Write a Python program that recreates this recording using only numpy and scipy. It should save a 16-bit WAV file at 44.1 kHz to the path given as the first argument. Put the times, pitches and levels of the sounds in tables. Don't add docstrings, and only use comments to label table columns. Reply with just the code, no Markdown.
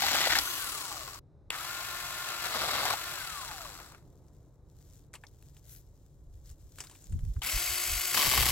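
import sys
import numpy as np
from scipy import signal
from scipy.fft import rfft, irfft
from scipy.io import wavfile
from scipy.ndimage import uniform_filter1d

SR = 44100
rng = np.random.default_rng(int(sys.argv[2]) if len(sys.argv) > 2 else 0)


def materialize(psi):
    bounded = np.clip(np.atleast_2d(psi).T, -1, 1)
    quanta = np.round(bounded * 32767).astype(np.int16)
    wavfile.write(sys.argv[1], SR, quanta)


N = 375290
T = np.arange(N) / SR
FULL_SPEED = 354

# f/Hz, level/dB
GRASS_COLOUR = [(880, -31), (1500, -11), (2500, -14.5), (3700, -8.5), (4500, -8.5), (7400, -1.5),
                (9600, -11.5), (12600, -6.5), (14000, -9), (16000, -11)]


def saw(split_hz=3500, soft_hz=1300, knock_creep=0.18, hiss_creep=0.17):
    # knock/dB, hiss/dB, start-up whine against the knock/dB
    run_levels = [(-41, -40.5, 0.5), (-42.5, -44, -4), (-39, -34, -10)]
    # f/Hz, running free/dB, in the wood/dB
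    colours = [
        [(150.2, -30, -13), (302.3, -5.5, -6.5), (495, -12.5, -17), (800, -7.5, -1), (1102, -0.5, -6.5),
         (1432, -0.5, 0), (1714, -5, -5), (2020, -7, -2), (2660, -2, -5), (3480, -1, -1.5), (4500, -1, -4.5),
         (5900, -5, -9), (7540, -4, -11), (9510, -10, -24), (11590, -6.5, -12.5), (12740, -7.5, -13.5),
         (14000, -10.5, -18.5), (16000, -8, -20.5)],
        [(150, -30, -6.5), (300, -15, -10), (480, -16, -5), (760, -5, 2), (1100, -5, -3), (1390, 1.5, 3.5),
         (1715, -6, -6.5), (2120, -8, -4), (2580, -6, -9), (3700, -7, -2.5), (4630, -12, -6.5),
         (6140, -14.5, -13), (7450, -12, -12), (8950, -18, -18), (11800, -16.5, -13), (12800, -19.5, -18.5),
         (14000, -21.5, -16), (16000, -20.5, -23)],
        [(149.7, -46, -4.5), (298, -20, -6.5), (484, -12, -8), (745, -6, -4.5), (1090, -3, -0.5), (1380, 2, -6),
         (1760, -2.5, -5.5), (2120, 2.5, 0), (2600, 3, -2), (3430, -2.5, -1), (4630, -3.5, -2), (6230, -5, -3),
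         (7700, -1.5, -3.5), (9440, -6.5, -5), (11300, 2, 0.5), (12800, 1, -1), (14000, -3.5, -2),
         (16010, -5, -5.5)],
    ]
    # left lead/s, left over right/dB, f/Hz, share (see stereo_noise)
    free_places = [(.00011, 3.5, 2700, .56), (.0001, 3.5, 3200, 0.55), (.00002, 2.5, 5200, 0.84)]
    wood_places = [(.00009, 3.5, 4500, .58), (.0001, 3, 3000, 0.43), (.00001, 3, 4580, 0.63)]
    whirr_db = [4.5, -3, -21]
    # middle/s, length/s, change/dB
    slips = [(.346, .014, -5.5), (2.579, 0.028, -4), (2.67, .014, -5), (8.159, 0.016, -5),
             (8.295, .02, -1.5), (8.446, 0.024, -6.5)]
    # middle/s, length/s, knock rise/dB
    shakes = [(1.081, 0.0084, 4), (3.514, 0.021, 4.5), (3.803, 0.028, 5.5), (3.946, 0.035, 8)]
    # low/Hz, high/Hz, share
    side_bands = [(5700, 8200, .26), (9300, 11900, -0.24), (12600, 18000, .15)]

    free_hz, coasting, starting, gates = motor()
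    load, sag, knock_rise, hiss_rise = wood_contact()
    hz, speed = np.maximum(free_hz - sag, 10), free_hz / FULL_SPEED
    slip_db = sum(db * swell(s, length) for s, length, db in slips)
    knock_rise = knock_rise + slip_db + sum(db * swell(s, length) for s, length, db in shakes)
    coast_knock = speed ** 0.19 / (1 + (knock_creep / speed) ** 2)
    knocking = from_db(knock_rise) * (1 - coasting + coasting * coast_knock)
    hissing = from_db(hiss_rise + slip_db / 2) * speed ** 0.44 / (1 + (hiss_creep / speed) ** 2)
    softness = np.clip(0.88 * coasting * (1 - speed), 0, 1)
    wobble = (.0015 + .03 * load + .004 * coasting) * drift(90) + .0006 * drift(12)
    links = np.cumsum(hz * (1 + wobble)) / SR
    rattle = chain(links, hz) * np.sqrt(1 - load)
    chips = cutters(links) * np.sqrt(load)
    whirr = motor_whirr(links, hz, load, rattle)
    out, leftward = np.zeros((2, N)), from_db([[1.7], [-1.7]])
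    for run, (knock_db, hiss_db, start_db) in enumerate(run_levels):
        knock, hiss = from_db(knock_db) * knocking, from_db(hiss_db) * hissing
        colour_hz, free_db, wood_db = np.transpose(colours[run])
        body = coloured(rattle * stereo_noise(*free_places[run]), np.c_[colour_hz, free_db])
        body += coloured(chips * stereo_noise(*wood_places[run]), np.c_[colour_hz, wood_db])
        body = ringing(filtered(body, 68, "high", order=2), run)
        low = evened(filtered(body, split_hz, "low", order=5))
        high = evened(filtered(body, split_hz, "high", order=5))
        noise = knock * from_db(-1.5) * (low - softness * filtered(low, soft_hz, "high", order=1))
        noise += hiss * (from_db(-0.67) * high + from_db(whirr_db[run]) * whirr * leftward)
        loose_gears = loose_whine(links, hz, run) * (coasting + from_db(start_db) * starting)
        tones = knock * (driven_whine(links, hz, load, coasting, run) + loose_gears) * leftward
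        out += gates[run] * (noise + ringing(tones, run))
    side = sum(share * filtered(out, band, "band", order=1) for *band, share in side_bands)
    return out + side * [[1], [-1]]


def motor(spin_up_s=.046, start_whine_s=0.074, unload_s=.085, edge_s=0.012):
    # pulled/s, released/s, stopped/s, top speed/(links/s), friction/(links/s^2), drag time/s
    runs = [(-1, .533, 1.198, 354, 316, 1.5), (1.5, 3.125, 4.09, 354, 219, 1.03),
            (7.417, 9, 10, 356.8, 219, 1.03)]
    hz, coasting, starting = np.zeros((3, N))
    gates = []
    for pulled, released, stopped, top, friction, drag_s in runs:
        driven_s, coast_s = np.maximum(T - pulled, 0), np.maximum(T - released, 0)
        driven_hz = top * (1 - np.exp(-driven_s / spin_up_s))
        turning = (T > pulled) & (T < stopped)
        hz += turning * ((driven_hz + friction * drag_s) * np.exp(-coast_s / drag_s) - friction * drag_s)
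        coasting += turning * ramp(released, unload_s) ** 2
        starting += turning * np.exp(-driven_s / start_whine_s)
        gates.append(ramp(pulled, edge_s) * (1 - ramp(stopped - edge_s, edge_s)))
    return np.maximum(hz, 10), coasting, starting, gates


def wood_contact(slow_down_s=.11, recover_s=.04, let_go_s=.014, full_load_sag=80):
    # enters/s, grip time/s, comes free/s, speed lost/(links/s), knock rise/dB, hiss rise/dB
    cuts = [(-.5, .05, .002, 80, 8, 6.5), (.018, 0.0034, .275, 77, 9, 6), (.29, 0.009, 0.39, 77, 10, 6.5),
            (2.26, 0.019, 2.35, 11.7, 3, 0.5), (2.39, 0.065, 2.47, 16, 6.5, 4),
            (2.48, 0.078, 2.934, 72, 8.5, 6), (8.131, 0.016, 10, 115, 9, 6.5)]
    load, sag, knock_db, hiss_db = np.zeros((4, N))
    for enters, grip_s, free, lost, knock_rise, hiss_rise in cuts:
        inside_s, after_s = np.clip(T - enters, 0, free - enters), np.clip(T - free, 0, 1)
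        grip = ramp(enters, grip_s) * np.exp(-after_s / let_go_s)
        sag += lost * (1 - np.exp(-inside_s / slow_down_s)) * np.exp(-after_s / recover_s)
        load += grip * min(lost / full_load_sag, 1)
        knock_db += grip * knock_rise
        hiss_db += grip * hiss_rise
    knock_db += load * drift(61)
    return np.clip(load, 0, 1), sag, knock_db, hiss_db


def chain(links, hz, throb=0.21, slide=1.3):
    sprocket = np.cos(2 * np.pi * links / 7)
    pace = np.minimum(hz / 300, 1)
    force = blows(links, spread_db=2.4, t60=.010) * np.sqrt(pace) + slide
    return evened(force * (1 + throb * pace * sprocket) * from_db(.5 * drift(400)))


def cutters(links, chatter=0.14, tearing=1.4):
    sprocket = np.cos(2 * np.pi * links / 7)
    force = blows(links / 2, spread_db=1.8, t60=.016) + tearing
    return evened(force * (1 + chatter * sprocket))


def driven_whine(links, hz, load, coasting, run):
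    # multiple of the link rate, run 1/dB, run 2/dB, run 3/dB
    gear_tones = [(1, -23, -23.5, -21), (1.75, -26, -20, -26), (2, -24, -22, -19), (3, -12, -13, -27),
                  (4, -16, -6.5, -16.5), (5, -21, -14, -26), (6, -24, -24, -19), (7, -26, -18, -19),
                  (13, -27, -27, -18), (18, -7.5, -21, -10)]
    tones = np.zeros(N)
    for multiple, *run_db in gear_tones:
        level = from_db(run_db[run] + 2.3 * drift(55)) * (hz / FULL_SPEED) ** (1 + multiple / 2)
        tones += level * np.sin(2 * np.pi * multiple * links + .3 * drift(150))
    return np.sqrt(2) * tones * (1 - coasting) * from_db(-12 * load)


def loose_whine(links, hz, run):
    # multiple of the link rate, run 1/dB, run 2/dB, run 3/dB
    gear_tones = [(4, -14, -20, -16), (5, -5, -3, -6), (6, -20, -21, -20), (7, -19, -17, -17)]
    sway = .27 * (np.sin(2 * np.pi * links / 7) + .5 * drift(200))
    tones = np.zeros(N)
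    for multiple, *run_db in gear_tones:
        tones += from_db(run_db[run] + 2.2 * drift(110)) * np.sin(2 * np.pi * multiple * links + sway)
    return tones * np.minimum(hz / 125, 1) ** 4 * (hz / 240) ** 0.6


def motor_whirr(links, hz, load, rattle, multiple=38):
    flutter = rms_one(filtered(stereo_noise(0, 0, 1000), 2500, "low", order=2)) * rattle
    band = filtered(flutter * np.sin(2 * np.pi * multiple * links), 13800, "low")
    return band * np.sqrt(1 - load) * hz / FULL_SPEED


def ringing(x, run, echo_db=-12):
    # f/Hz, width/Hz, run 1/dB, run 2/dB, run 3/dB
    rings = [(805, 35, -2.5, -27, -26), (1134, 52, -11, -15, -8), (1410, 71, -6, -31, -23),
             (1987, 47, 7, -1, -3), (2064, 100, -13, -2, -4), (2600, 120, -12, -4, -8),
             (3080, 130, -8, -24, 1), (4140, 110, -1.5, -3.5, -18), (4620, 280, -10.5, -5.5, 1.5),
             (5415, 240.5, -11, -4, -1), (7630, 680, -9.5, -7.5, -4.5), (12930, 410, -3, 3, -5)]
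    # left/s, right/s
    delays = (0.0018, .0027)
    out = x.copy()
    for hz, width_hz, *run_db in rings:
        b, a = signal.iirpeak(hz, hz / width_hz, fs=SR)
        out += from_db(run_db[run]) * signal.lfilter(b, a, x)
    echo = np.array([np.roll(side, round(s * SR)) for side, s in zip(out, delays)])
    return out + from_db(echo_db) * echo


def cutter_bites():
    # t/s, level/dB, ring/Hz, ring against the knock/dB
    bites = [(.020, -31.5, 835, -3.5), (.036, -32, 814, 4.5), (.063, -31.5, 1040, -2.5),
             (.082, -27.5, 2000, 2), (.114, -30.5, 840, 0.5), (.145, -27, 790, 3),
             (.151, -29.5, 1500, -1.5), (.168, -29, 1500, -7), (.204, -28.5, 790, -4),
             (.213, -30, 2000, -7), (.27, -27, 730, 2), (.302, -30, 2000, 1), (.309, -35, 1750, 9.5),
             (.323, -28.5, 1800, 8.5), (.332, -31, 1880, 8), (.353, -23.5, 1790, 9), (.365, -33.5, 890, -1),
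             (2.286, -38, 1305, -7), (2.454, -35, 1400, -10), (2.557, -34.5, 1100, -2),
             (2.709, -32, 1340, 1), (2.687, -34, 1100, 5), (2.75, -33, 1100, 0), (2.798, -35.5, 1103, -1),
             (2.853, -28, 833, 0), (2.862, -34, 1010, 3), (2.903, -28.5, 1103, -1), (2.935, -32, 793.4, 7),
             (8.143, -30.5, 2095, -9), (8.173, -25, 1111, -8), (8.195, -34, 2600, -8),
             (8.226, -28, 2107, -20), (8.312, -29.5, 2110, -10), (8.335, -30, 1100, -13),
             (8.376, -28.5, 2100, -4.5), (8.425, -28, 2100, -11), (8.464, -32, 2100, -7)]
    return knocks(bites, (.00008, 3.5, 5000), t60=0.034, rise_s=0.00093, width=.09, broad_hz=3200)


def chain_clacks(ring_db=8):
    # t/s, level/dB, ring/Hz
    clacks = [(.472, -37, 1480), (.638, -47, 1125), (.914, -41, 1186), (.966, -44, 1220),
              (1.012, -46, 1180), (1.076, -44, 1090), (1.146, -48, 1160), (3.43, -45, 1228),
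              (3.51, -47, 1153), (3.604, -45, 1250), (3.649, -41.5, 1130), (3.915, -57, 1092),
              (7.419, -37.5, 3100), (7.465, -42, 2550), (7.488, -34, 2560), (7.533, -47, 2548),
              (7.572, -38, 2300), (7.67, -37, 2350)]
    rows = [(*row, ring_db) for row in clacks]
    return knocks(rows, (.00009, 3.5, 5000), t60=0.035, rise_s=0.0032, width=0.041, broad_hz=2500)


def chain_jerks():
    # t/s, peak/dB, f/Hz, fade time/s, crack/dB
    jerks = [(1.5035, -16.5, 2750, 0.022, -1), (1.53, -31.5, 1300, 0.26, -19.5),
             (7.418, -32, 960, 0.057, 5), (.387, -15.5, 4440, .02, -2), (1.142, -38, 5800, 0.045, -10)]
    return snaps(jerks, (.00006, 3.5, 9000), width=1.36)


def twig_snaps():
    # t/s, peak/dB, f/Hz, fade time/s, crack/dB
    twigs = [(4.283, -57, 5100, 0.019, 0), (4.9085, -56, 6240, .015, -8), (4.971, -58, 6360, .015, -8),
             (5.1325, -49, 6000, .06, 0), (5.1375, -36.5, 1850, 0.091, 8), (5.146, -47, 1040, .09, -8),
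             (5.153, -37.5, 2380, 0.048, 4), (5.2365, -40, 1900, 0.048, -14), (5.238, -46, 900, .08, -17),
             (5.267, -48, 4900, 0.034, -16), (5.425, -50.5, 10940, 0.014, 0), (5.567, -49, 2960, 0.042, 7),
             (6.4576, -53, 5500, .04, -7), (6.513, -50, 6800, 0.042, -6), (6.785, -35, 7030, 0.098, 20),
             (6.804, -28, 5440, 0.086, 2.5), (6.838, -42, 1260, 0.12, 12), (6.912, -47, 1010, 0.14, 12),
             (6.87, -43, 4300, 0.034, 2), (6.897, -40, 6200, 0.05, 12), (6.952, -50, 2500, .04, 7),
             (7.123, -47, 7440, 0.1, 5), (7.191, -51, 9150, 0.033, 8), (7.2503, -50, 5600, 0.02, 10),
             (7.3356, -52, 5160, .02, 1), (7.363, -51, 1300, 0.034, -7)]
    return snaps(twigs, (.00003, 2.8, 6000), width=1.28)


def stalk_pings(ring_db=16):
    # t/s, level/dB, f/Hz
    pings = [(7.022, -61, 7200), (7.041, -54, 7000), (7.056, -62, 6800), (7.096, -62, 7300)]
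    rows = [(*row, ring_db) for row in pings]
    return knocks(rows, (.00003, 3, 6000), t60=0.018, rise_s=0.00036, width=0.04, broad_hz=6000)


def rustle():
    # middle/s, length/s, level/dB
    stirs = [(4.25, 0.7, -76), (4.88, 0.35, -68), (5.28, 0.28, -72.5), (5.53, 0.28, -67.5),
             (5.735, 0.16, -60), (5.92, 0.38, -73), (6.17, 0.32, -77.5), (6.37, 0.17, -73),
             (6.49, 0.1, -61.5), (6.61, 0.039, -71.5), (6.68, 0.32, -71.5), (6.83, 0.21, -59.5),
             (7.04, 0.36, -62), (7.3, 0.29, -65.5)]
    # middle/s, length/s, level/dB
    brushes = [(5.735, 0.12, -59)]
    stalks = from_db(-1.5 * drift(900) + 1.4 * drift(70)) * stereo_noise(.00005, 5, 7000)
    grass = (rms_one(coloured(stalks, GRASS_COLOUR)) + from_db(-2) * crackle()) * swells(stirs)
    sleeve = rms_one(filtered(stalks, [9000, 16000], "band", order=2)) * swells(brushes)
    return from_db(-0.5) * (grass + sleeve)


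def crackle(snaps_per_s=170):
    snapped = rng.random(N) < snaps_per_s * from_db(4 * drift(14)) / SR
    sizes = snapped * from_db(4.5 * np.minimum(rng.exponential(1, N), 2.7))
    ticks = fading(sizes, t60=.005) * stereo_noise(.00005, 5, 5000)
    return rms_one(coloured(ticks, GRASS_COLOUR))


def gusts(split_hz=90):
    # middle/s, length/s, level/dB, upper part against the deep part/dB
    puffs = [(0.367, 0.17, -49, -12), (3.55, 0.47, -60.5, 6), (6.343, 0.29, -49, -15),
             (6.519, 0.046, -42, -19), (6.654, .05, -48, -15), (7.151, 0.1, -32, 4), (7.233, 0.026, -31, 3),
             (7.291, 0.069, -28.5, -3.5), (7.381, 0.029, -24, -5.5), (7.443, 0.024, -42, -12),
             (7.561, 0.039, -28, -35), (7.712, 0.081, -43, -18), (7.939, 0.11, -36.5, -17),
             (8.274, 0.041, -38, 12), (8.406, 0.1, -31, 1.5), (8.5, 0.085, -37, 3)]
    # f/Hz, level/dB
    colour = [(12, -35.5), (20, -12), (38, 4.5), (62, 3), (149, -15.5), (377, -48.5), (443, -53.5),
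              (500, -51.5), (650, -79.5), (1100, -120)]
    big_swirls = evened(wide_noise(colour, side_db=-16))
    small_swirls = evened(wide_noise(colour, side_db=-7))
    deep_gain = swells([(s, length, db) for s, length, db, _ in puffs])
    upper_gain = swells([(s, length, db + upper_db) for s, length, db, upper_db in puffs])
    deep = deep_gain * filtered(big_swirls, split_hz, "low", order=3)
    return deep + upper_gain * filtered(small_swirls, split_hz, "high", order=3)


def distant_air(hush_db=-65.5, rumble_db=-57):
    # f/Hz, level/dB
    colour = [(12, -43.5), (20, -14.5), (37, 3.5), (152, 0), (216, -18.5), (310, -13), (347, -15),
              (574, -21), (642, -24.5), (1060, -31.5), (3160, -57), (3950, -44), (4420, -54.5), (5080, -51),
              (16000, -68.5)]
    # t/s, change/dB
    hush_changes = [(0, -0.5), (4.1, 5), (4.6, 1.5), (6.2, -1), (7, 0.5)]
    far = wide_noise(colour, side_db=-12)
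    hush_gain = from_db(hush_db + np.interp(T, *np.transpose(hush_changes)))
    hush = hush_gain * rms_one(filtered(far, 172, "high", order=5))
    rumble = from_db(rumble_db + 0.7 * drift(3)) * rms_one(filtered(far, 165.3, "low", order=5))
    return hush + rumble


def knocks(rows, place, t60, rise_s, width, broad_hz):
    out, t, grain = np.zeros((2, N)), T[:SR // 8], stereo_noise(*place)
    shape = (1 - np.exp(-t / rise_s)) * from_db(-60 * t / t60)
    for s, db, hz, ring_db in rows:
        at = round(s * SR)
        burst = grain.take(at + np.arange(len(t)), axis=1, mode="wrap") * shape
        ring = rms_one(filtered(burst, [hz / (1 + width), hz * (1 + width)], "band", order=1))
        broad = rms_one(filtered(filtered(burst, broad_hz, "low", order=1), 640, "high"))
        sound = rms_one(broad + from_db(ring_db) * ring) * np.sqrt(.01 * SR / len(t))
        out[:, at:at + len(t)] += from_db(db) * sound[:, :N - at]
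    return out


def snaps(rows, place, width, rise_s=0.00074, crack_t60=0.0057):
    out, t, grain = np.zeros((2, N)), T[:SR // 4], stereo_noise(*place)
    rise = 1 - np.exp(-t / rise_s)
    opening = from_db(11.5 - 60 * t / crack_t60)
    for s, db, hz, t60, crack_db in rows:
        span = slice(round(s * SR), round(s * SR) + len(t))
        burst = grain[:, span] * rise * (from_db(-60 * t / t60) + opening)
        ring = filtered(burst, [hz / width, min(hz * width, .45 * SR)], "band", order=2)
        broad = filtered(burst, [400, 5000], "band", order=1)
        bright = filtered(burst, [6800, 8200], "band", order=1)
        crack = filtered(broad + bright, 12000, "low", order=1)
        sound = rms_one(ring) + from_db(crack_db) * rms_one(crack)
        out[:, span] += from_db(db) * sound / np.abs(sound.mean(axis=0)).max()
    return out


def blows(count, spread_db, t60):
    strength = from_db(spread_db * np.clip(rng.standard_normal(N), -2, 2))
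    hits = np.diff(np.floor(count), prepend=0) * strength
    return evened(fading(hits, t60), window_s=0.087)


def fading(hits, t60):
    return signal.lfilter([1], [1, -from_db(-60 / (t60 * SR))], hits + 1e-18)


def stereo_noise(lead_s, pan_db, apart_hz, share=0.5):
    source = rng.standard_normal(N)
    direct = np.array([source, np.roll(source, round(lead_s * SR))])
    treble = share * direct + np.sqrt(1 - share ** 2) * rng.standard_normal((2, N))
    grain = filtered(direct, apart_hz, "low", order=1) + filtered(treble, apart_hz, "high", order=1)
    return grain * from_db([[pan_db / 2], [-pan_db / 2]])


def wide_noise(colour, side_db):
    mid, side = (coloured(rng.standard_normal(N), colour, size=16384) for _ in range(2))
    return mid + from_db(side_db) * side * [[1], [-1]]


def coloured(x, colour, size=4096):
    hz, db = np.transpose(colour)
    log_hz = np.log(np.fft.rfftfreq(size, 1 / SR) + 1)
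    log_gain = np.log(from_db(np.interp(log_hz, np.log(hz), db)))
    folded = irfft(log_gain) * (1 + np.sign(size // 2 - np.arange(size)))
    folded[0] /= 2
    response = irfft(np.exp(rfft(folded)))
    return signal.oaconvolve(np.atleast_2d(x), response[None] / np.linalg.norm(response), axes=1)[:, :N]


def filtered(x, hz, kind, order=4):
    return signal.sosfilt(signal.butter(order, hz, kind, fs=SR, output="sos"), x)


def evened(x, window_s=0.049):
    power = np.atleast_2d(x).mean(axis=0) ** 2
    return x / np.sqrt(np.abs(uniform_filter1d(power, int(window_s * SR))) + 1e-12)


def drift(rate):
    points = rng.standard_normal(int(N / SR * rate) + 2)
    return rms_one(np.interp(T * rate, np.arange(len(points)), points))


def ramp(start_s, length_s):
    return np.clip((T - start_s) / length_s, 0, 1)


def swell(middle_s, length_s):
    return np.exp(-np.minimum(np.abs(2 * (T - middle_s) / length_s), 4) ** 2.5)


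def swells(rows):
    return np.sqrt(sum((from_db(db) * swell(s, length)) ** 2 for s, length, db in rows))


def from_db(db):
    return 10 ** (np.asarray(db) / 20)


def rms_one(x):
    return x / np.sqrt(np.mean(x ** 2) + 1e-20)


def scene():
    short_sounds = chain_jerks() + twig_snaps() + cutter_bites() + chain_clacks() + stalk_pings()
    return short_sounds + saw() + rustle() + distant_air() + gusts()


def record(dry, cutoff_hz=15950):
    return signal.sosfilt(signal.ellip(12, .1, 80, cutoff_hz, fs=SR, output="sos"), dry)


dry = scene()
out = record(dry)
materialize(out)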